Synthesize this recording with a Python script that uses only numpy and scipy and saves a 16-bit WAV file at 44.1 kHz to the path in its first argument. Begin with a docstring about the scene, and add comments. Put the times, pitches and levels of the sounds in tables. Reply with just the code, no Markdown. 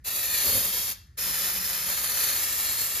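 """In a garage, an aerosol can sprays a metal brake drum lying on a bucket: a short burst, then a longer one.
The hiss is noise with droplet ticks, coloured by the drum's air and combed by reflections that follow the hand.
Resonant bands glide through it; buffeting on an edge adds low turbulence and a bright splash of noise.
The hollow under the drum is a wavering sine, like a blown bottle.
A short noise tail makes the garage ring, over a steady low rumble of filtered noise."""
import sys
import numpy as np
from scipy import signal
from scipy.fft import rfft, irfft, next_fast_len
from scipy.io import wavfile
from scipy.ndimage import map_coordinates

SR = 44100
rng = np.random.default_rng(int(sys.argv[2]) if len(sys.argv) > 2 else 0)


def wav_out(sig):
    """Save sig, one row per channel (or a flat mono array), as 16-bit PCM at SR to the path in sys.argv[1]."""
    wavfile.write(sys.argv[1], SR, np.round(np.clip(np.atleast_2d(sig).T, -1, 1) * 32767).astype(np.int16))


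N = 132300
T = np.arange(N) / SR
SIZE = next_fast_len(N + SR)  # padded so that filter tails have room
HZ = np.maximum(np.arange(SIZE // 2 + 1) * SR / SIZE, 1)


def from_db(db):
    """Decibels to gain."""
    return 10 ** (np.asarray(db) / 20)


def rms_one(x):
    """Scale to rms 1."""
    return x / np.sqrt(np.mean(x ** 2) + 1e-20)


def in_time(rows):
    """Draw a table's automation curve at every sample."""
    return np.interp(T, *np.transpose(rows))


def in_hz(rows, axis=1):
    """Draw one column of a table at every frequency, along a log frequency axis."""
    rows = np.array(rows)
    return np.interp(np.log(HZ), np.log(rows[:, 0]), rows[:, axis])


def filtered(x, response):
    """Apply a frequency response."""
    return irfft(rfft(x, SIZE) * response, SIZE)[..., :N]


def noise(response):
    """Two unrelated coloured noises, together of rms 1."""
    return rms_one(filtered(rng.standard_normal((2, SIZE)), response))


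def resonance(hz, width_hz):
    """Response of one resonance, 1 on top."""
    return 1 / (1 + 1j * (HZ / hz - hz / HZ) * hz / width_hz)


def drift(hz):
    """Random wander, mostly slower than the given rate, spread about 1."""
    return noise(1 / (1 + (HZ / hz) ** 2))[0]


def gate(start, end, attack, release):
    """Swell softly, hold and die away; all arguments in seconds."""
    swell = (1 - np.exp(-np.maximum(T - start, 0) / attack)) ** 2
    fade = np.exp(-np.maximum(T - end, 0) / release)
    return swell * fade


# Colour of the garage's background: f/Hz, level/dB (per Hz, relative)
RUMBLE_COLOUR = [(20, -31), (38, -13.5), (58, 0.5), (75, -3), (110, -7.5), (170, -18), (270, -28),
                 (900, -49), (1800, -30), (2700, -48), (4500, -46), (9000, -46), (16000, -59.5)]
RUMBLE_DB = -53.5


def garage_rumble():
    """Steady broadband noise, heaviest in the bass, as the bed of the garage."""
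    return from_db(RUMBLE_DB) * noise(from_db(in_hz(RUMBLE_COLOUR)))


# Spells with the valve held down: start t/s, end t/s
VALVE_PRESSES = [(0.039, 0.92), (1.169, 3.1)]
ATTACK_S, RELEASE_S = 0.01, 0.012


def valve_gates():
    """Each press lets the spray swell quickly and each release lets it die away."""
    return [gate(start, end, ATTACK_S, RELEASE_S) for start, end in VALVE_PRESSES]


# Strength of the hiss as the jet wanders over the metal: t/s, level/dB
JET_FLOW = [(0.05, -2.5), (0.09, 0.5), (0.28, 1), (0.425, 4), (0.445, 4), (0.56, 3.5), (0.71, -0.5),
            (0.745, 2), (0.9, -0.8), (1.19, 0), (1.45, 1.9), (1.6, -0.9), (1.73, 1.4), (1.83, -0.05),
            (2.26, 3), (2.5, 0.95), (2.79, 0.5), (3.0, -1)]
# Colour of the jet: f/Hz, level/dB (per Hz, relative)
JET_COLOUR = [(60, -22), (200, -11.5), (330, -13), (520, -12.5), (800, -11.5), (1200, -13), (2100, -10),
              (3000, -7), (4400, -4), (5000, -4), (5600, -5), (6400, -4), (7400, 2), (8400, -7),
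              (9400, 0.5), (11000, -1.34), (12900, 2), (14000, 0.3), (14800, -4), (15600, -1)]
# Air resonances of the drum: f/Hz, width f/Hz, level/dB re plain hiss in the first burst, in the second
DRUM_MODES = [(533, 85, 1, 3), (1250, 112, 5.5, 9), (1624, 240, 6, 11.5), (1890, 120, 2.5, 7),
              (2396, 210, 1, 3), (3230, 96, -1.5, -5), (3600, 250, -3, -8.5), (4060, 200, -10, -2.5),
              (4650, 160, 2.5, -3), (5660, 130, -5, 5.5), (6000, 160, 3, -25)]
HISS_DB = -28
DROPS_PER_S, DROP_SPREAD_DB, DROPS_DB = 2500, 4.5, -7.5  # last one relative to the raw hiss


def jet(press):
    """Gas turbulence hisses and droplets tick; the air in the drum resonates with both."""
    size_db = DROP_SPREAD_DB * np.minimum(rng.exponential(1, (2, N)), 5)
    sizes = from_db(size_db) * rng.choice([-1, 1], (2, N))
    landed = rng.random((2, N)) < DROPS_PER_S / SR
    drops = rms_one(sizes * landed)
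    stream = rng.standard_normal((2, N)) + from_db(DROPS_DB) * drops
    # plain hiss and modes add as powers
    mode_power = sum(np.abs(from_db(db[press]) * resonance(hz, width)) ** 2
                     for hz, width, *db in DRUM_MODES)
    colour = from_db(in_hz(JET_COLOUR)) * np.sqrt(1 + mode_power)
    return from_db(HISS_DB + in_time(JET_FLOW)) * rms_one(filtered(stream, colour))


# Bands that ring (+) or cancel (-) while the jet crosses one part of the drum:
# start t/s, end t/s, from f/Hz, to f/Hz, width f/Hz, level/dB
BAND_SWEEPS = [ (0.0, 0.423, 2790, 2490, 170, 4.5), (0.0, 0.33, 3170, 3160, 140, -10),
               (0.0, 0.413, 4970, 4960, 190, -10), (0.0, 0.42, 6160, 6700, 170, -5),
               (0.0, 0.3, 3700, 4080, 160, 3), (0.2, 0.44, 1910, 1770, 140, 5.5),
               (0.28, 0.58, 4270, 4430, 292, 5.5), (0.55, 0.93, 11700, 11640, 220, 2),
               (0.68, 0.928, 3300, 3400, 170, 4.5), (0.72, 0.93, 5440, 5600, 140, 10),
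               (1.15, 1.85, 5240, 5300, 170, 7.5), (1.9, 2.41, 5100, 5150, 202, -6.5),
               (1.95, 2.36, 4300, 4400, 400, 3.5), (2.12, 2.4, 6270, 6140, 230, 4.5),
               (2.0, 2.4, 10600, 10400, 500, 2.5), (2.38, 3.1, 1570, 1550, 70, -10),
               (2.425, 3.1, 7630, 7600, 480, 7), (2.61, 2.916, 4140, 4300, 220, 6.5)]
SWEEP_FADE_S = 0.05


def gliding_bands(x):
    """Resonant bands and notches glide through the hiss as the jet moves over the drum."""
    hz, s, spectra = signal.stft(x, SR, nperseg=1024, noverlap=768)
    gain_db = 0
    for start, end, from_hz, to_hz, width_hz, db in BAND_SWEEPS:
        held = (np.tanh((s - start) / SWEEP_FADE_S) - np.tanh((s - end) / SWEEP_FADE_S)) / 2
        centre = np.interp(s, [start, end], [from_hz, to_hz])
        bell = np.exp(-((hz[:, None] - centre) / width_hz) ** 2)
        gain_db = gain_db + db * held * bell
    return signal.istft(spectra * from_db(gain_db), SR, nperseg=1024, noverlap=768)[1][:, :N]


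SPUTTER_DB, SPUTTER_HZ = 0.4, 250  # fast roughness
SURGE_DB, SURGE_HZ = 0.84, 21.3  # slower unevenness


def sputter():
    """The spray's strength flickers at random, at a fast and a slower rate."""
    return from_db(SPUTTER_DB * drift(SPUTTER_HZ) + SURGE_DB * drift(SURGE_HZ))


# Extra travel time by way of the drum's far wall: t/s, lag/ms
FAR_WALL_LAG = [(0.06, 1.49), (0.2, 1.52), (0.45, 1.82), (0.58, 1.89), (0.8, 1.85), (1.19, 1.925),
                (1.5, 1.995), (1.62, 1.945), (1.73, 1.965), (1.86, 1.88), (2.02, 1.88), (2.23, 1.955),
                (2.33, 1.89), (2.46, 1.77), (2.57, 1.76), (2.75, 1.835), (2.92, 1.79)]
# Echoes off the stepped wall: time after that lag/ms (negative is earlier), gain (negative inverts)
WALL_BOUNCES = [(-.113, -.12), (0, .2), (.075, .05), (.125, -.08)]


def drum_walls(x):
    """Short reflections comb the spray, their delays following the hand."""
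    lag = in_time(FAR_WALL_LAG)
    echoes = [sum(gain * map_coordinates(side, [(T - (lag + later) / 1000) * SR], order=3)
                  for later, gain in WALL_BOUNCES)
              for side in x]
    return x + np.array(echoes)


RING_DB, RING_T60_S, RING_ABOVE_HZ = -8, 0.04, 7000


def drum_ring(x):
    """The treble rings on briefly in the drum's many narrow air modes, as a decaying noise tail."""
    high = 1 - 1 / (1 + (HZ / RING_ABOVE_HZ) ** 4)
    tail = noise(high)[0] * from_db(-60 * T / RING_T60_S)
    ring = rms_one(tail) / np.sqrt(N)  # unit energy
    return x + from_db(RING_DB) * filtered(x, rfft(ring, SIZE))


# Colour of the garage's tail: f/Hz, level/dB
TAIL_COLOUR = [(150, -5.5), (600, -9), (1500, -2.5), (2300, -4), (4300, -2), (8000, 1), (15000, -5)]
ROOM_T60_S, ROOM_TREBLE_T60_S, ROOM_SPLIT_HZ = 0.42, 0.29, 5900
ROOM_DB, ROOM_BUILD_S = -9.5, 0.0035


def garage(x):
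    """Diffuse reflections build up and decay as noise, the treble dying first."""
    bass = 1 / (1 + (HZ / ROOM_SPLIT_HZ) ** 4)
    low_tail = noise(bass) * from_db(-60 * T / ROOM_T60_S)
    high_tail = noise(1 - bass) * from_db(-60 * T / ROOM_TREBLE_T60_S)
    tail = (low_tail + high_tail) * (1 - np.exp(-T / ROOM_BUILD_S))
    response = from_db(in_hz(TAIL_COLOUR)) * rfft(rms_one(tail), SIZE) / np.sqrt(N)
    return from_db(ROOM_DB) * filtered(x, response)


# How hard the hollow under the drum is blown: t/s, level/dB
HOLLOW_LEVEL = [(0.05, -84), (0.6, -53), (0.9, -62.5), (1.2, -66.5), (1.26, -53), (1.34, -50), (1.39, -62),
                (1.44, -54), (1.53, -57.5), (1.61, -46.5), (1.66, -62), (1.72, -54.5), (1.82, -58),
                (1.875, -48.5), (1.95, -57.5), (2.3, -61.5), (2.6, -67.5)]
HOLLOW_HZ, HOLLOW_WAVER_HZ, HOLLOW_WAVER_RATE_HZ = 177, 13.8, 36
HOLLOW_FLUTTER_DB = 2.5


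def hollow():
    """The air under the drum sounds like a blown bottle, wavering in pitch and strength."""
    pitch = HOLLOW_HZ + HOLLOW_WAVER_HZ * drift(HOLLOW_WAVER_RATE_HZ)
    level_db = in_time(HOLLOW_LEVEL) + HOLLOW_FLUTTER_DB * drift(HOLLOW_WAVER_RATE_HZ)
    tone = np.sin(2 * np.pi * np.cumsum(pitch) / SR)
    return from_db(level_db) * rms_one(tone)


# Moments when the jet catches an edge: start t/s, length t/s, level/dB
EDGE_BUFFETS = [(0.433, 0.079, -40.5), (0.518, 0.065, -39), (0.589, 0.046, -44), (0.635, 0.053, -44.5),
                (0.732, 0.021, -45), (2.8, 0.019, -44.5)]
# Colour of the low turbulence: f/Hz, level/dB (per Hz, relative)
BUFFET_COLOUR = [(25, -22), (70, 4.5), (110, 3), (160, -5), (240, 0.5), (340, -7.5), (540, 1.5),
                 (800, -18.5), (1150, -6.5), (3000, -32)]
# Colour of the bright splash: f/Hz, level/dB (per Hz, relative)
SPLASH_COLOUR = [(1000, -19), (4000, -15), (8000, -3), (10500, 3.5), (13000, 5.5), (15500, -5)]
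BUFFET_FADE_S, SPLASH_DB = 0.0054, 12.5  # splash relative to the turbulence


def buffeting():
    """Low turbulence and a bright splash while the jet is on an edge."""
    force = sum(from_db(db) * gate(start, start + length, BUFFET_FADE_S, BUFFET_FADE_S)
                for start, length, db in EDGE_BUFFETS)
    turbulence = noise(from_db(in_hz(BUFFET_COLOUR)))
    splash = noise(from_db(in_hz(SPLASH_COLOUR)))
    return force * (turbulence + from_db(SPLASH_DB) * splash)


# Phase between left and right: f/Hz, lead of the right/rad
RIGHT_LEAD = [(100, 0), (900, -.1), (1150, .65), (1380, .7), (1470, 2.7), (1650, 2.5), (1730, 0), (2600, 0),
              (3200, -.65), (5000, -.45), (5300, 1.1), (5800, 2.0), (6500, .7), (7550, 2.5), (7850, 3.14),
              (8800, 3.14), (9050, 3.7), (10000, 4.7), (11300, 6.15), (12300, 6.35), (13500, 7.5),
              (15300, 9.42)]
# Stereo image: f/Hz, left-right likeness (0 to 1), left minus right level/dB
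STEREO_IMAGE = [(100, .99, 0), (450, .95, -.5), (750, .85, 3.5), (1100, .8, 5), (1300, .85, 2),
                (1420, .4, 3), (1580, .87, 1), (1690, .55, 1), (1800, .99, 0), (2400, .98, 0),
                (3200, .66, 1.7), (4100, .78, 3), (4700, .72, 4.3), (5300, .4, 3), (5650, .62, 1),
                (6150, .6, -3.7), (6550, .42, -3), (6800, .65, .8), (7300, .88, 1.2), (7850, .999, 0),
                (8800, .999, 0), (9100, .86, 0), (10800, .87, 0), (11400, .99, 0), (12300, .99, 0),
                (12600, .9, 0), (14500, .84, 0), (15300, .995, 0)]


def stereo(x):
    """A shared and an unshared part make left and right, set apart in phase and level."""
    alike = np.clip(in_hz(STEREO_IMAGE, axis=1), 0, .999)
    shared, own = filtered(x, np.sqrt([(1 + alike) / 2, (1 - alike) / 2]))
    # each side takes half of the difference
    lean = in_hz(STEREO_IMAGE, axis=2) / 2
    phase = in_hz(RIGHT_LEAD) / 2
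    response = from_db([lean, -lean]) * np.exp(1j * np.array([-phase, phase]))
    return filtered(np.array([shared + own, shared - own]), response)


def scene():
    """The valve gates the sputtering spray; the drum and garage answer it over the rumble."""
    rumble = garage_rumble()
    valves = valve_gates()
    hiss = sum(valve * gliding_bands(jet(press)) for press, valve in enumerate(valves))
    blown = sum(valves) * (hollow() + buffeting())
    spray = drum_ring(drum_walls(sputter() * (hiss + blown)))
    return stereo(spray + garage(spray) + rumble)


CUTOFF_HZ = 15650


def record(dry):
    """The top is cut steeply."""
    return filtered(dry, 1 / np.sqrt(1 + (HZ / CUTOFF_HZ) ** 400))


dry = scene()
out = record(dry)
wav_out(out)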